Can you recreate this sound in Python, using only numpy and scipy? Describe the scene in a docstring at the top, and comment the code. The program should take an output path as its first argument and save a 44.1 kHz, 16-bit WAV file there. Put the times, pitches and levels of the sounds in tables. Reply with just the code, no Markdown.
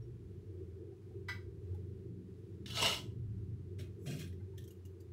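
"""A knife at work close by in a quiet kitchen: the blade bites into a fruit, slides under the skin and ticks as
the peel tears. Rough friction noise drives the blade's resonances; each tick is a puff of noise with short rings,
and one faint tick stands alone early on. Before the cutting a knife taps something hard, a set of decaying modes,
and a plastic plate is shoved over the table, grit through its shell with bursts where the rim catches. Behind it
all a fan drones in the room's low resonances: wavering tones, resonant noise, a thin hiss. Faint short tones sound."""
import sys
import numpy as np
from scipy import signal
from scipy.fft import rfft, irfft, next_fast_len
from scipy.io import wavfile
from scipy.ndimage import uniform_filter1d, map_coordinates

SR = 44100
rng = np.random.default_rng(int(sys.argv[2]) if len(sys.argv) > 2 else 0)


def store_pcm(level_fs):
    """Save levels as 16-bit WAV."""
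    pcm = np.round(np.clip(level_fs, -1, 1) * 32767).astype(np.int16)
    wavfile.write(sys.argv[1], SR, np.atleast_2d(pcm).T)


N = 225902  # samples

# Blade strokes under the skin. Each row: start in seconds, push length in seconds, rasp in dB, thud in dB.
STROKES = [(3.782, 0.017, -60.5, -64.5), (4.056, 0.12, -55, -56.5), (4.183, .04, -55.5, -78),
           (4.568, 0.011, -77, -76)]
# High, steely resonances. Each row: frequency in Hz, width in Hz, relative level in dB.
STEEL_MODES = [(1810, 56, 1.5), (3460, 370, 1.5), (4070, 180, -32), (5390, 92, -2), (6300, 730, -1),
               (7800, 280, 3), (8820, 200, -4), (10000, 310, 2.5), (12650, 420, 0), (14300, 410, 0.5)]


def amp(db):
    """Amplitude factor of a level in dB."""
    return 10 ** (np.asarray(db) / 20)


def unit(x):
    """x scaled to rms 1."""
    return x / np.sqrt(np.mean(x ** 2) + 1e-20)


def along(points, hz):
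    """Read a curve of (Hz, value) points on a log frequency axis."""
    f, v = np.transpose(points)
    return np.interp(np.log(hz + 1), np.log(f + 1), v)


def curves(rows):
    """One level in dB per sample for each column after the time, silent outside the table."""
    s, *columns = np.transpose(rows)
    return [np.interp(np.arange(N) / SR, s, column, -200, -200) for column in columns]


def wobble(rate):
    """A smooth random curve, rate knots a second."""
    knots = rng.standard_normal(int(N * rate / SR) + 4)
    return map_coordinates(knots, [np.arange(N) * rate / SR])


def filtered(x, response):
    """x times a complex response of frequency, padded so that ringing does not wrap round."""
    m = next_fast_len(N + SR // 2)
    return irfft(rfft(x, m) * response(np.fft.rfftfreq(m, 1 / SR)), m)[:N]


def body(modes):
    """Causal response of a set of (Hz, width Hz, dB) resonances, alternating in sign."""
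    def response(f):
        return sum((-1) ** k * amp(db) * 1j * f * width / (centre * centre - f * f + 1j * f * width)
                   for k, (centre, width, db) in enumerate(modes))
    return response


def rubbed(force, level_db, response):
    """A force under its level drives a body whose response is scaled to pass white noise of rms 1 at rms 1."""
    noise_gain = np.sqrt(np.mean(np.abs(response(np.linspace(1, SR / 2, 20000))) ** 2))
    return filtered(force * amp(level_db), response) / noise_gain


def grit(spread_db, lumps_db, rate, patchy_db):
    """Friction force: uneven grains in clumps, whose colour changes in patches as the contact shifts."""
    z = signal.stft(rng.standard_normal(N + 256), nperseg=256)[2]
    over_frequency = uniform_filter1d(rng.standard_normal(z.shape), size=2, axis=0)
    patches = unit(uniform_filter1d(over_frequency, size=7, axis=1))
    noise = signal.istft(z * amp(patchy_db * patches), nperseg=256)[1][:N]
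    grains_db = spread_db * np.minimum(rng.exponential(size=N), 4)
    return unit(noise * amp(grains_db + lumps_db * wobble(rate)))


def ring(hz, t60, attack):
    """One decaying mode with a soft start; t60 and attack in seconds."""
    t = np.arange(SR // 2) / SR
    return np.sin(2 * np.pi * hz * t) * amp(-60 * t / t60) * (1 - np.exp(-t / attack))


def burst(t60, attack):
    """A swelling and dying puff of noise; t60 and attack in seconds."""
    t = np.arange(SR // 4) / SR
    return rng.standard_normal(len(t)) * amp(-60 * t / t60) * (1 - np.exp(-t / attack))


def place(events):
    """Sum (start in seconds, sound) pairs on the time line."""
    out = np.zeros(N + SR)
    for s, sound in events:
        out[round(s * SR):][:len(sound)] += sound
    return out[:N]


def room(x):
    """The kitchen walls answer with a noise tail in which each frequency dies at its own speed."""
    # Decay of the walls' answer. 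Each row: frequency in Hz, t60 in seconds.
    walls = [(300, 0.36), (2000, 0.26), (10000, 0.26)]
    hz, t, z = signal.stft(rng.standard_normal(SR // 2), SR, nperseg=256)
    fade_db = -60 * t / along(walls, hz)[:, None]
    tail = signal.istft(z * amp(fade_db), SR, nperseg=256)[1]
    delayed = np.pad(x, (200, 0))  # samples
    return signal.fftconvolve(delayed, tail / np.linalg.norm(tail))[:N]


def hum(hz, db):
    """A tone that wavers in pitch and level."""
    level = np.sqrt(2) * amp(db + 1.5 * wobble(13))
    phase = 2 * np.pi * np.cumsum(hz + 2.49 * wobble(12)) / SR
    return level * np.sin(phase)


def fan():
    """Three wavering tones and air noise that fills the room's resonances, over a thin hiss."""
    # The drone swells and fades band by band. Each row: time in seconds, then the levels in dB of
    # the motor tone, lower boom, higher boom, middle and upper resonances.
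    drone_levels = [(0.0, -60, -57.5, -46.5, -59.5, -57.5), (0.64, -48, -57, -66.5, -59, -57),
                    (0.95, -58, -63, -59, -61.5, -55.5), (1.03, -64, -60, -79, -61, -56),
                    (1.14, -53.5, -58.5, -59.5, -65, -55), (1.33, -48, -58, -60.5, -60, -57),
                    (1.57, -57.5, -53.5, -56.5, -61, -55.5), (1.71, -41.5, -56, -61, -61.5, -53.5),
                    (2.08, -54, -68, -54, -53.5, -57), (2.37, -56, -63, -62, -55, -59),
                    (2.55, -57, -57.5, -60, -56, -56.5), (2.84, -55.5, -72, -48, -61, -56),
                    (3.04, -52, -58, -54, -57, -58), (3.28, -51, -46.5, -51, -59, -60.5),
                    (3.38, -51.5, -47.5, -55, -57, -61), (3.82, -47, -64, -54, -59.5, -58),
                    (3.96, -54.5, -55.5, -63, -56, -56), (4.19, -56.5, -62, -58, -58.5, -52.5),
                    (4.26, -45.5, -61, -59.5, -54.5, -56.5), (4.59, -53, -61, -56, -63.5, -58.5),
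                    (4.63, -55, -80, -52.5, -60, -57.5), (4.71, -59.5, -65, -64, -65, -58.5),
                    (4.88, -51.5, -73, -60, -65, -55.5), (5.12, -54.5, -55.5, -85.5, -62.5, -58)]
    # Frequencies in Hz of the motor tone, the lower and the higher boom.
    tones_hz = (91, 103.95, 117.5)
    # Room resonances, low to high. Each row: frequency in Hz, width in Hz (of one pass of two), level in dB (same).
    boom_modes = [(69.5, 45.6, -6), (104.3, 19.7, -2.5), (117.1, 8.7, -0.5), (143.2, 10.7, -4)]
    middle_modes = [(168, 19.8, -1), (196.6, 21.6, -0.5), (243.9, 24, -3.5), (310, 41, -5.5)]
    upper_modes = [(342.7, 32.8, -1.5), (387.2, 22, 1), (434, 61.7, -5)]
    # Colour of the steady hiss. Each row: frequency in Hz, relative density in dB per Hz.
    hiss_colour = [(25, 4), (60, 7), (300, 6.5), (480, -4.5), (600, -5.5), (1500, -8), (4000, -14.5),
                   (9000, -21), (12600, -22), (13200, -32.5), (15700, -23)]
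    boom_noise_db, wander_db = -0.5, 2  # air noise against the boom tones; quick free swells
    hiss_db = -72

    def twice(modes):
        """Noise passed twice through the resonances, which leaves dark valleys between them."""
        return unit(filtered(rng.standard_normal(N), lambda f: body(modes)(f) ** 2))

    *tones_db, middle_db, upper_db = curves(drone_levels)
    tones = sum(hum(hz, db) for hz, db in zip(tones_hz, tones_db))
    boom = amp(boom_noise_db) * np.hypot(*amp(tones_db[1:])) * twice(boom_modes)
    middle = amp(middle_db + wander_db * wobble(7)) * twice(middle_modes)
    upper = amp(upper_db + wander_db * wobble(7)) * twice(upper_modes)
    hiss = unit(filtered(rng.standard_normal(N), lambda f: amp(along(hiss_colour, f))))
    return tones + boom + middle + upper + amp(hiss_db + 0.53 * wobble(8)) * hiss


def blips():
    """Faint short soft-edged tones, each a single decaying mode."""
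    # Each row: start in seconds, level in dB before the soft start, frequency in Hz.
    faint_tones = [(.02, -64.5, 5570), (.92, -60, 750), (1.11, -61.5, 761), (1.745, -55.5, 823),
                   (4.325, -66, 1970), (4.397, -67.5, 2070), (4.405, -64, 816), (4.405, -66, 1540),
                   (4.535, -61, 906)]
    return place([(s, amp(db) * ring(hz, 0.078, attack=0.0061)) for s, db, hz in faint_tones])


def tap():
    """A rattling blow of some milliseconds rings a hard object; at first each mode is blurred by the chatter."""
    # Modes of the hard object. Each row: frequency in Hz, relative level in dB, t60 in seconds.
    hard_modes = [(660, -20, .12), (945, -10, .16), (1238, -12, .14), (1402, -6, .13), (1575, -4, .21),
                  (1750, -13, .14), (1983, -2.5, .21), (2268, -8, .15), (2600, -18, .12), (2990, -18, .16),
                  (3240, -14, .11), (3958, -13, .14), (4409, -20, .13), (4848, -14, .17), (5127, -16, .13),
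                  (6142, -21, .17), (7849, -30, .15)]
    tap_s = 1.2828
    bell = sum(amp(db) * ring(hz, t60, attack=0.0023) for hz, db, t60 in hard_modes)
    blow = burst(0.055, attack=0.0024)
    rattle = signal.fftconvolve(bell, blow / np.linalg.norm(blow))[:SR // 2]
    blurred = body([(hz, 90 + 0.019 * hz, db) for hz, db, _ in hard_modes])
    puff = place([(tap_s, burst(0.18, attack=0.0042))])
    chatter = rubbed(puff, -40.5, lambda f: blurred(f) + amp(-36.5) * (f > 600))
    return chatter + place([(tap_s, amp(-43.0) * bell + amp(-47) * rattle)])


def plate():
    """The rim grinds over the table; each snag is a short burst of force that rings the shell."""
    # The plate slides slowly, then fast. Each row: time in seconds, level in dB.
    slide_levels = [(2.668, -59), (2.708, -53.5), (2.73, -53.5), (2.796, -38.5), (2.872, -36.5),
                    (2.94, -45), (3.02, -61)]
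    # The rim catches. Each row: start in seconds, level in dB, low ring in Hz, high ring in Hz.
    snags = [(2.6593, -44.5, 1740, 3670), (2.701, -47.5, 2200, 2750), (2.7709, -34.5, 2100, 3625),
             (2.826, -29, 2110, 2920), (2.8463, -33.5, 1670, 2970), (2.8584, -27.5, 2070, 2940),
             (2.8784, -33.5, 2220, 2790), (2.8976, -34.5, 2000, 2880), (2.924, -32.5, 2150, 2860),
             (2.945, -38, 2080, 2880)]
    # Resonances of the shell. Each row: frequency in Hz, width in Hz, relative level in dB.
    shell_modes = [(1690, 120, -44), (2200, 280, -9.5), (2790, 65, -2), (2874, 63, 2.5), (2982, 105, -3),
                   (3640, 134, -3), (4120, 370, -12), (5360, 94, -4), (6440, 332, -23), (7740, 200, -14)]
    # Broad rub under the resonances. Each row: frequency in Hz, relative density in dB per Hz.
    rub_colour = [(880, -49), (1500, -12), (2570, -16), (2890, -8), (3350, -1.5), (4120, -6.5),
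                  (15600, -26.5)]
    # Table resonances, then the table top's deep ones. Each row: frequency in Hz, width in Hz, relative level in dB.
    table_modes = [(642, 98, 0), (987, 97, 0.5), (1307, 72, -3)]
    deep_modes = [(175, 20, 2), (434, 40, -4.5)]
    table_peak_db, table_grows = -42, 1.36  # at the loudest of the slide; swings wider than the slide
    deep_db = -5  # against the table
    ring_grows = 1.1  # the shell's resonances come up faster than the rub as the plate speeds up
    rim_db, ring_db = -5, 0.2  # low and high ring against the burst

    def rub(f):
        return amp(along(rub_colour, np.minimum(f, 15000)))

    def shell(f):
        return body(shell_modes)(f) + amp(-9) * rub(f)

    level_db, = curves(slide_levels)
    below_peak_db = level_db - level_db.max()
    force = grit(spread_db=2.5, lumps_db=2, rate=110, patchy_db=3.5)
    table_db = table_peak_db + table_grows * below_peak_db
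    shell_share = amp((ring_grows - 1) * below_peak_db)
    rub_share = np.sqrt(np.abs(1 - shell_share ** 2))
    out = shell_share * rubbed(force, level_db, shell) + rub_share * rubbed(force, level_db, rub)
    out += rubbed(force, table_db, body(table_modes))
    out += rubbed(force, table_db + deep_db, body(deep_modes))
    catches = place([(s, amp(db) * burst(0.044, attack=.0008)) for s, db, *_ in snags])
    out += rubbed(catches, 0, shell)
    for s, db, low_hz, high_hz in snags:
        low_ring = amp(db + rim_db) * ring(low_hz, 0.033, attack=0.00068)
        high_ring = amp(db + ring_db) * ring(high_hz, 0.038, attack=0.00041)
        out += place([(s, low_ring + high_ring)])
    return out


def pushes(levels_db, sag_db_per_s, release_db_per_s):
    """Force of the strokes in dB: each bites, sags while the hand pushes, then lets go."""
    bite_s = .011
    shapes = []
    for (s, length, *_), db in zip(STROKES, levels_db):
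        t = np.arange(N) / SR - s
        bite_db = 20 * np.log10(np.clip(t / bite_s, 1e-9, 1))
        sag_db = sag_db_per_s * np.clip(t, 0, length)
        release_db = release_db_per_s * np.maximum(t - length, 0)
        shapes.append(db + bite_db - sag_db - release_db)
    return np.max(shapes, axis=0)


def strokes():
    """The edge rasps through the flesh, juice fizzes, the fruit thuds against the hand."""
    # Resonances of the blade under the rasp. Each row: frequency in Hz, width in Hz, relative level in dB.
    blade_modes = [(1300, 63, -14), (1623, 65, 5.5), (2090, 130, -4), (2510, 120, 6), (2840, 50, -1),
                   (3220, 99, 1.5), (4155, 117, -1.5), (5670, 187, -1.5)]
    # Colour of the fizz. Each row: frequency in Hz, relative density in dB per Hz.
    fizz_colour = [(2350, -12.5), (4000, -5), (5440, -4), (5990, -4), (7700, -3.5), (11400, -9.5),
                   (15600, -11.5)]
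    # The flesh, then the fruit pressed into the hand. Each row: frequency in Hz, width in Hz, relative level in dB,
    # both of one pass of two.
    flesh_modes = [(543, 194, 1), (720, 96, -2.5)]
    fruit_modes = [(143.5, 28, -0.5), (260, 37, -5)]
    # The flat of the blade glides to its start. Each row: time in seconds, level in dB before the low cut.
    glide_levels = [(3.98, -96), (3.992, -84), (4.024, -78), (4.058, -70)]
    fizz_db, fruit_db = -3.5, 15  # fizz against the rasp; deep thud over the flesh

    def edge(f):
        return body(blade_modes)(f) + amp(-10.5) * (f > 1100) / (1 + (f / 4500) ** 4)

    def fizz_response(f):
        return amp(along(fizz_colour, np.minimum(f, 15000)))

    _, _, rasps_db, thuds_db = np.transpose(STROKES)
    rasp_db = pushes(rasps_db, sag_db_per_s=43, release_db_per_s=328)
    thud_db = pushes(thuds_db, sag_db_per_s=72, release_db_per_s=300)
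    rasp = rubbed(grit(spread_db=1.5, lumps_db=2, rate=90, patchy_db=4), rasp_db, edge)
    fizz_force = grit(spread_db=1.5, lumps_db=1, rate=90, patchy_db=3)
    fizz = rubbed(fizz_force, rasp_db + fizz_db, fizz_response)
    glide_db, = curves(glide_levels)
    glide = rubbed(rng.standard_normal(N), glide_db, lambda f: body(STEEL_MODES)(f) ** 2 * (f > 5000))
    push = rng.standard_normal(N)
    flesh_thud = rubbed(push, thud_db, lambda f: body(flesh_modes)(f) ** 2)
    fruit_thud = rubbed(push, thud_db + fruit_db, lambda f: body(fruit_modes)(f) ** 2)
    return rasp + fizz + glide + flesh_thud + fruit_thud


def ticks():
    """Each tick is a bright puff of noise that excites high resonances, every mode at a new strength."""
    # Small ticks: one faint and alone early on, the rest as the blade tears peel. Each row: start in seconds,
    # level in dB, brightness in dB, low ring in Hz, high ring in Hz.
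    tick_rows = [(1.744, -65, -24, 1540, 4380), (3.7897, -47.5, -40, 2080, 5594),
                 (3.8068, -49, -32, 2240, 6000), (4.0601, -52, -15, 1750, 4910),
                 (4.191, -45, -14.5, 3140, 6500), (4.2192, -50, -29, 2770, 5760),
                 (4.2379, -50.5, -33, 3310, 5730), (4.272, -57, -17, 2490, 5800),
                 (4.3248, -61.5, -24, 1922, 5620), (4.5772, -47, -12.5, 3180, 5400),
                 (4.602, -60, -13, 3180, 5460), (4.6174, -59, -20, 3920, 5460),
                 (4.6377, -55.5, -3, 3170, 5420), (4.6757, -52.5, 9, 3190, 5580),
                 (4.7058, -53, 16, 2880, 6820), (4.851, -55, 4.5, 2850, 6430),
                 (5.003, -59, 7.5, 4740, 7540)]
    free_db = -6.5  # the two rings against the puff
    out = np.zeros(N)
    for s, db, bright_db, low_hz, high_hz in tick_rows:
        scatter_db = rng.normal(0, 3, len(STEEL_MODES))
        modes = [(centre, width, level + scatter + bright_db * (centre > 6000) / 2)
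                 for (centre, width, level), scatter in zip(STEEL_MODES, scatter_db)]

        def tick_response(f):
            return body(modes)(f) + amp(bright_db - 5.5) * f / (f + 4000)

        # two clear modes, low and high, ring beside the puff
        free = ring(low_hz, 0.039, attack=0.0018)
        free += amp(bright_db / 2 - 1.0) * ring(high_hz, 0.027, attack=0.0037)
        out += rubbed(place([(s, burst(0.051, attack=0.0051))]), db, tick_response)
        out += place([(s, amp(db + free_db) * free)])
    return out


def scene():
    """Near sounds with their own share of room, over the blips and the fan."""
    parts = [(tap(), -4), (plate(), -4), (strokes(), -5), (ticks(), -8)]  # (sound, room dB)
    near = sum(x + amp(db) * room(x) for x, db in parts)
    return (near + blips() + fan())[None]


def record(dry):
    """The recorder keeps nothing above its band limit."""
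    top_hz = 15760
    return filtered(dry[0], lambda hz: hz < top_hz)[None]


dry = scene()
out = record(dry)
store_pcm(out)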